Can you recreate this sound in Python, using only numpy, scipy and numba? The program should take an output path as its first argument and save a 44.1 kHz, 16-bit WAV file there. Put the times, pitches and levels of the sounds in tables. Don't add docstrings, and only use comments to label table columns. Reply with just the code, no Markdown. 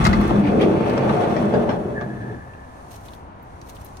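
import sys
import numpy as np
from scipy import signal
from scipy.fft import rfft, irfft
from scipy.io import wavfile
from scipy.ndimage import map_coordinates
from numba import njit

SR = 44100
rng = np.random.default_rng(int(sys.argv[2]) if len(sys.argv) > 2 else 0)


def unload_wav(signal):
    wavfile.write(
        sys.argv[1],
        SR,
        np.round(np.clip(np.atleast_2d(signal).T, -1, 1) * 32767).astype(np.int16),
    )


N = 176400
T = np.arange(N) / SR
F = np.maximum(np.arange(N + 1) * SR / (2 * N), 1)
MIC_LAG_S = 0.000467
GRIT_PER_S = 900


def undb(db):
    return 10 ** (np.asarray(db) / 20)


def unit(x):
    return x / np.sqrt(np.mean(x ** 2))


def curve(rows, column=1):
    rows = np.array(rows)
    return np.interp(T, rows[:, 0], rows[:, column])


def over_hz(rows):
    rows = np.array(rows)
    return np.interp(np.log(F), np.log(rows[:, 0]), rows[:, 1])


def colour(rows):
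    cepstrum = irfft(np.log(undb(over_hz(rows))))
    cepstrum[1:N] *= 2
    cepstrum[N + 1:] = 0
    return np.exp(rfft(cepstrum))


def resonance(hz, width):
    return 1 / (1 + 1j * (F / hz - hz / F) * hz / width)


def through(x, response):
    return irfft(rfft(x, 2 * N) * response)[..., :N]


def walk(rate):
    return map_coordinates(rng.standard_normal(2048), [T * rate], order=3, mode='wrap')


def swell(peak_s, half_length_s):
    return np.exp(-((T - peak_s) / half_length_s) ** 2 / 2)


def grains(per_s, spread_db):
    hit = rng.random((3, N)) < per_s / SR
    size = undb(spread_db * np.minimum(rng.exponential(size=(3, N)), 4))
    return unit(hit * size * np.sign(rng.standard_normal((3, N))))


def stereo(x, response, lag_s=0.):
    # freq_hz, shared_fraction
    likeness = [(60, 0.96), (180, 0.88), (360, 0.76), (600, 0.4), (1100, 0.37), (1900, 0.38), (5000, 0.03),
                (15000, 0.33)]
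    share = over_hz(likeness)
    spectra = rfft(x, 2 * N) * response
    shared = spectra[0] * np.exp(-2j * np.pi * F * lag_s * np.array([[0], [1]]))
    return irfft(np.sqrt(share) * shared + np.sqrt(1 - share) * spectra[1:])[:, :N]


def ring_out(x, t60_s, wet):
    tail = rng.standard_normal((3, SR // 2)) * undb(-60 * T[:SR // 2] / t60_s)
    tail /= np.sqrt(np.sum(tail ** 2, axis=1, keepdims=True))
    return (x + wet * signal.fftconvolve(x, tail, axes=1)[:, :N]) / np.hypot(1, wet)


@njit
def lowpass(x, hz, damping):
    y, band_state, low_state = np.empty(len(x)), 0., 0.
    for i in range(len(x)):
        g = np.tan(np.pi * hz[i] / SR)
        band = (band_state + g * (x[i] - low_state)) / (1 + g * (g + damping))
        y[i] = low_state + g * band
        band_state, low_state = 2 * band - band_state, 2 * y[i] - low_state
    return y


def strikes(rows, vary_db, fittings=1):
    # freq_hz, gain_db
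    steel_eq = [(100, -13.5), (400, 0), (900, 11), (2000, 5), (3200, -4), (5000, -7), (7000, -17.5),
                (11000, -34), (16000, -46)]
    chatter = ring_out(grains(per_s=700, spread_db=1.1), t60_s=0.039, wet=3.0)
    size = 8192
    octaves = np.log2(np.clip(np.arange(size // 2 + 1) * SR / size, 500, 12000) / 1500)
    fade = 1 - T[:size] / T[size]
    force = np.zeros((3, N))
    for start_s, db, tilt, chatter_s in rows:
        i = int(start_s * SR)
        burst = chatter[:, i:i + size] * np.exp(-T[:size] / chatter_s)
        burst *= np.sqrt(chatter_s * SR / 2 / np.sum(burst ** 2, axis=1, keepdims=True))
        ripple = np.interp(octaves, np.arange(-12, 24) / 6, rng.standard_normal(36))
        tone = undb(tilt * octaves + vary_db * ripple)
        force[:, i:i + size] += undb(db) * irfft(rfft(burst) * tone) * fade
    body = colour(steel_eq) * fittings
    body /= np.sqrt(np.mean(abs(body) ** 2))
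    return stereo(ring_out(force, t60_s=0.068, wet=0.63), body, MIC_LAG_S) * undb(3.5)


def swing_out(hold_s=0.032, deep_fall_s=0.25, panel_fall_s=0.057):
    shake = rng.standard_normal((3, N))
    fading_s = np.maximum(T - hold_s, 0)
    deep = unit(stereo(shake, resonance(hz=48, width=45) ** 2)) * np.exp(-fading_s / deep_fall_s)
    panel = unit(stereo(shake, resonance(hz=132, width=117) ** 2)) * np.exp(-fading_s / panel_fall_s)
    return undb(-21) * (deep + undb(-1) * panel)


def rolling(full_speed_hz=619, jolt_fall_s=0.038, shift_db=5, lag_s=0.00014, drift_s_per_s=0.00012):
    # time_s, fraction_of_full_speed, roller_load_db
    travel = [(0, 0.21, 7.5), (.2, 0.38, 3), (.29, 0.41, -2), (.33, 0.53, -1.5), (.52, 0.61, -1.5),
              (.76, 0.68, -2.5), (1.08, 0.89, -3.5), (1.4, 0.81, -6.5), (1.74, 0.76, -4), (1.82, 0.78, -10),
              (2.02, 0.7, -12.5), (2.13, 0.51, -14), (2.31, 0.75, -19), (2.42, 0.26, -21.5),
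              (2.75, 0.12, -43)]
    # start_s, boost_db
    jolts = [(0.309, 6.5), (1.237, 3.5), (1.539, 7.5), (2.012, 5.5), (2.319, 2.5)]
    # freq_hz, gain_db
    body_eq = [(25, -34), (55, -15.5), (85, -2), (150, 1), (280, -3.5), (450, -2.5), (510, -2.5),
               (570, 1.5), (800, 1.5), (1050, -4), (1500, -2.5), (3000, -10), (8000, -38)]
    # pitch_hz, width_hz, gain_db
    panel_modes = [(121.7, 23.5, -3), (207, 21, -5.5), (241.3, 21, -6.5), (322, 28, -1.5), (394, 120, -1.5),
                   (588, 16, -6.5), (705, 27, -4), (867, 35, 0)]
    corner_hz = full_speed_hz * curve(travel)
    jolt_db = sum(db * (T >= s) * np.exp(-abs(T - s) / jolt_fall_s) for s, db in jolts)
    load = undb(curve(travel, column=2) + jolt_db)
    bumps = ring_out(grains(per_s=1400, spread_db=1.93), t60_s=0.06, wet=0.32)
    force = np.array([lowpass(stream, corner_hz, damping=1.) for stream in bumps]) * load
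    push = stereo(force, colour(body_eq))
    panel = undb(-1.5) * push
    for hz, width, db in panel_modes:
        panel += through(push * undb(db + shift_db * walk(6.76)), resonance(hz, width))
    left = map_coordinates(panel[0], [(T - lag_s + drift_s_per_s * T) * SR], order=3, mode='nearest')
    return undb(-21) * unit(np.array([left, panel[1]]))


def grit():
    # time_s, level_db
    levels = [(0, -23.5), (.25, -27.5), (.4, -32), (.7, -32), (1.18, -29), (1.46, -32), (1.74, -35),
              (1.8, -43.5), (2.05, -46.5), (2.35, -48.5), (2.6, -88)]
    # freq_hz, gain_db
    track_eq = [(200, -61.5), (700, 10), (1300, 7.5), (2000, -5), (3000, -8.5), (4600, -15.5),
                (6500, -20.5), (10000, -26.5), (16000, -40.5)]
    crunch = ring_out(grains(GRIT_PER_S, spread_db=2.6), t60_s=0.061, wet=1.6)
    return unit(stereo(crunch, colour(track_eq), MIC_LAG_S)) * undb(curve(levels) + walk(25.18))


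def outdoors():
    # freq_hz, gain_db
    traffic_eq = [(20, -9), (60, 3), (85, 3.5), (130, -3.5), (250, -7), (500, -10.5), (650, -7), (950, -7),
                  (1800, -21), (2600, -29.5), (16000, -65.5)]
    # freq_hz, gain_db
    hiss_eq = [(1500, -8), (3500, 4.5), (6000, 8), (9500, 6), (12000, -0.5), (16000, -11)]
    # time_s, level_db
    hiss_levels = [(0, -93), (1.8, -61.5), (2.6, -65), (2.85, -60.5), (3.15, -62), (3.33, -77), (3.48, -66),
                   (3.75, -61.5), (4, -59.5)]
    traffic = unit(stereo(rng.standard_normal((3, N)), colour(traffic_eq), lag_s=0.00043))
    hiss = unit(stereo(rng.standard_normal((3, N)), colour(hiss_eq), MIC_LAG_S))
    return traffic * undb(-40) + hiss * undb(curve(hiss_levels))


def latch():
    # start_s, level_db, tilt_db_per_octave, chatter_s
    clacks = [(0.042, -34.5, 11.5, 0.012), (.051, -17.5, 4.5, 0.0063), (0.062, -14.5, -3, 0.0087),
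              (.068, -30, 12, 0.0035), (0.13, -20.5, 0.5, 0.012), (.293, -33, 2, 0.0073)]
    # pitch_hz, width_hz, gain_db
    latch_modes = [(710, 16, 15.5), (1246, 120, 11), (1980, 240, -2.5), (2540, 25, 0), (4300, 1700, -1.5)]
    ringing = sum(undb(db) * resonance(hz, width) for hz, width, db in latch_modes)
    return strikes(clacks, vary_db=0, fittings=1 + ringing)


def panel_hum(waver_hz=6, flutter_db=3.5):
    # peak_s, pitch_hz, level_db, half_length_s
    hums = [(0.2, 205, -19, 0.06), (0.365, 210, -16, 0.031), (0.45, 300, -15, 0.018),
            (0.603, 200, -21, 0.087), (1.087, 207, -23.5, 0.031), (1.258, 555, -23.5, 0.014),
            (1.637, 565, -29, 0.049), (2.177, 125.2, -32.5, 0.21)]
    out = 0
    for peak_s, hz, db, half_length_s in hums:
        tone = np.sin(2 * np.pi * np.cumsum(hz + waver_hz * walk(24.65)) / SR)
        out += tone * undb(db + flutter_db * walk(12)) * swell(peak_s, half_length_s)
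    return out


def roller_knocks():
    # start_s, level_db, tilt_db_per_octave, chatter_s
    knocks = [(0.205, -30.5, 0, 0.015), (0.308, -27, -10, 0.0078), (0.611, -33, 2.5, 0.032),
              (.897, -41.5, 10, 0.0023), (.978, -19, -2, 0.0019), (1.092, -25.5, -5, 0.014),
              (1.233, -36.5, 1, 0.045), (1.364, -27.5, -4, 0.013), (1.538, -33, 0, 0.022),
              (1.692, -28.5, -2.5, 0.025), (2.011, -33.5, -4, 0.0096)]
    return strikes(knocks, vary_db=6)


def ticks(fall_s=0.0035):
    # start_s, level_db, pitch_hz, width_hz
    hits = [(.212, -42, 13100, 6000), (.278, -41, 8900, 5650), (2.536, -43, 2600, 200),
            (3.085, -41.5, 3300, 1960), (3.135, -42.5, 3800, 2200), (3.428, -52, 13400, 4000),
            (3.615, -43.5, 4870, 6100), (3.766, -42.5, 3200, 1600), (3.847, -35.5, 12200, 3500),
            (3.97, -39.5, 5000, 6000)]
    out, size = np.zeros((3, N + SR)), 2048
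    freqs = np.maximum(np.arange(size // 2 + 1) * SR / size, 1)
    for start_s, db, hz, width in hits:
        band = 1 / (1 + ((freqs - hz) * 2 / width) ** 2)
        burst = unit(irfft(rfft(rng.standard_normal((3, size))) * band))
        i = int(start_s * SR)
        out[:, i:i + size] += undb(db) * burst * np.exp(-T[:size] / fall_s)
    return stereo(ring_out(out[:, :N], t60_s=0.089, wet=0.45), response=1)


def scrapes():
    # peak_s, level_db, half_length_s
    slips = [(0.47, -37, 0.031), (0.625, -30.5, 0.017), (0.91, -40.5, 0.17)]
    # pitch_hz, width_hz, gain_db
    bracket_modes = [(2314, 860, 10), (4460, 450, -3)]
    envelope = sum(undb(db) * swell(peak_s, half_length_s) for peak_s, db, half_length_s in slips)
    bracket = sum(undb(db) * resonance(hz, width) ** 2.03 for hz, width, db in bracket_modes)
    return unit(stereo(grains(GRIT_PER_S, spread_db=1.8), bracket, MIC_LAG_S)) * envelope


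def thin_ring(slide_hz=220, slide_s=0.02827, waver_hz=6.72, lag_s=0.00042):
    # pitch_hz, width_hz, gain_db
    partials = [(1676, 9.95, 5.5), (1756, 7.4, 8.5), (1665, 69.4, 4.5)]
    # time_s, level_db
    levels = [(1.92, -52), (1.99, -28.5), (2.05, -42), (2.3, -43), (2.45, -48), (2.7, -54), (3.1, -68)]
    flat_hz = slide_hz * np.exp(-np.maximum(T - levels[0][0], 0) / slide_s)
    ring = 0
    for hz, width, db in partials:
        pitch_hz = hz - flat_hz + waver_hz * walk(14) + width * walk(90)
        tone = np.sin(2 * np.pi * np.cumsum(pitch_hz) / SR)
        rub = unit(through(rng.standard_normal(N), resonance(hz, 4 * width) ** 2))
        ring += undb(db) * (tone + rub)
    ring = unit(ring) * undb(curve(levels))
    return np.array([ring, np.interp(T - lag_s, T, ring)])


def scuffs(flutter_db=3.0, vary_db=0.5):
    # peak_s, level_db, rise_s, fall_s
    moves = [(2.93, -47, 0.021, 0.041), (3.06, -55, 0.024, 0.018), (3.135, -54.5, 0.05, 0.028),
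             (3.691, -44, 0.017, 0.014), (3.755, -52.5, 0.025, 0.022), (3.812, -49.5, 0.0089, 0.011),
             (3.85, -48.5, 0.0065, 0.024)]
    # freq_hz, gain_db
    scuff_eq = [(800, -15), (2500, 8.5), (7000, 7), (15000, 2), (17000, -10)]
    friction = grains(per_s=550, spread_db=2.7) * undb(flutter_db * walk(110))
    crackle = unit(stereo(ring_out(friction, t60_s=0.051, wet=0.6), colour(scuff_eq)))
    out = 0
    for peak_s, db, rise_s, fall_s in moves:
        ripple = np.interp(F, np.linspace(0, SR / 2, 80), rng.standard_normal(80))
        envelope = undb(db) * np.exp(-np.maximum((peak_s - T) / rise_s, (T - peak_s) / fall_s))
        out += through(crackle * envelope, unit(undb(vary_db * ripple)))
    return out


def scene(left_lead_db=1.02):
    door = rolling() + panel_hum() + swing_out() + grit() + scrapes()
    door += latch() + roller_knocks() + thin_ring()
    balance = undb(np.array([[left_lead_db], [-left_lead_db]]) / 2)
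    return (door + scuffs() + ticks() + outdoors()) * balance


def record(dry, top_hz=15800):
    # freq_hz, width_hz, depth_fraction
    notches = [(5040, 180, 0.8), (7500, 620, 0.6)]
    for hz, width, depth in notches:
        dry = through(dry, 1 - depth * resonance(hz, width))
    return signal.sosfilt(signal.ellip(10, .2, 80, top_hz, fs=SR, output='sos'), dry)


dry = scene()
out = record(dry)
unload_wav(out)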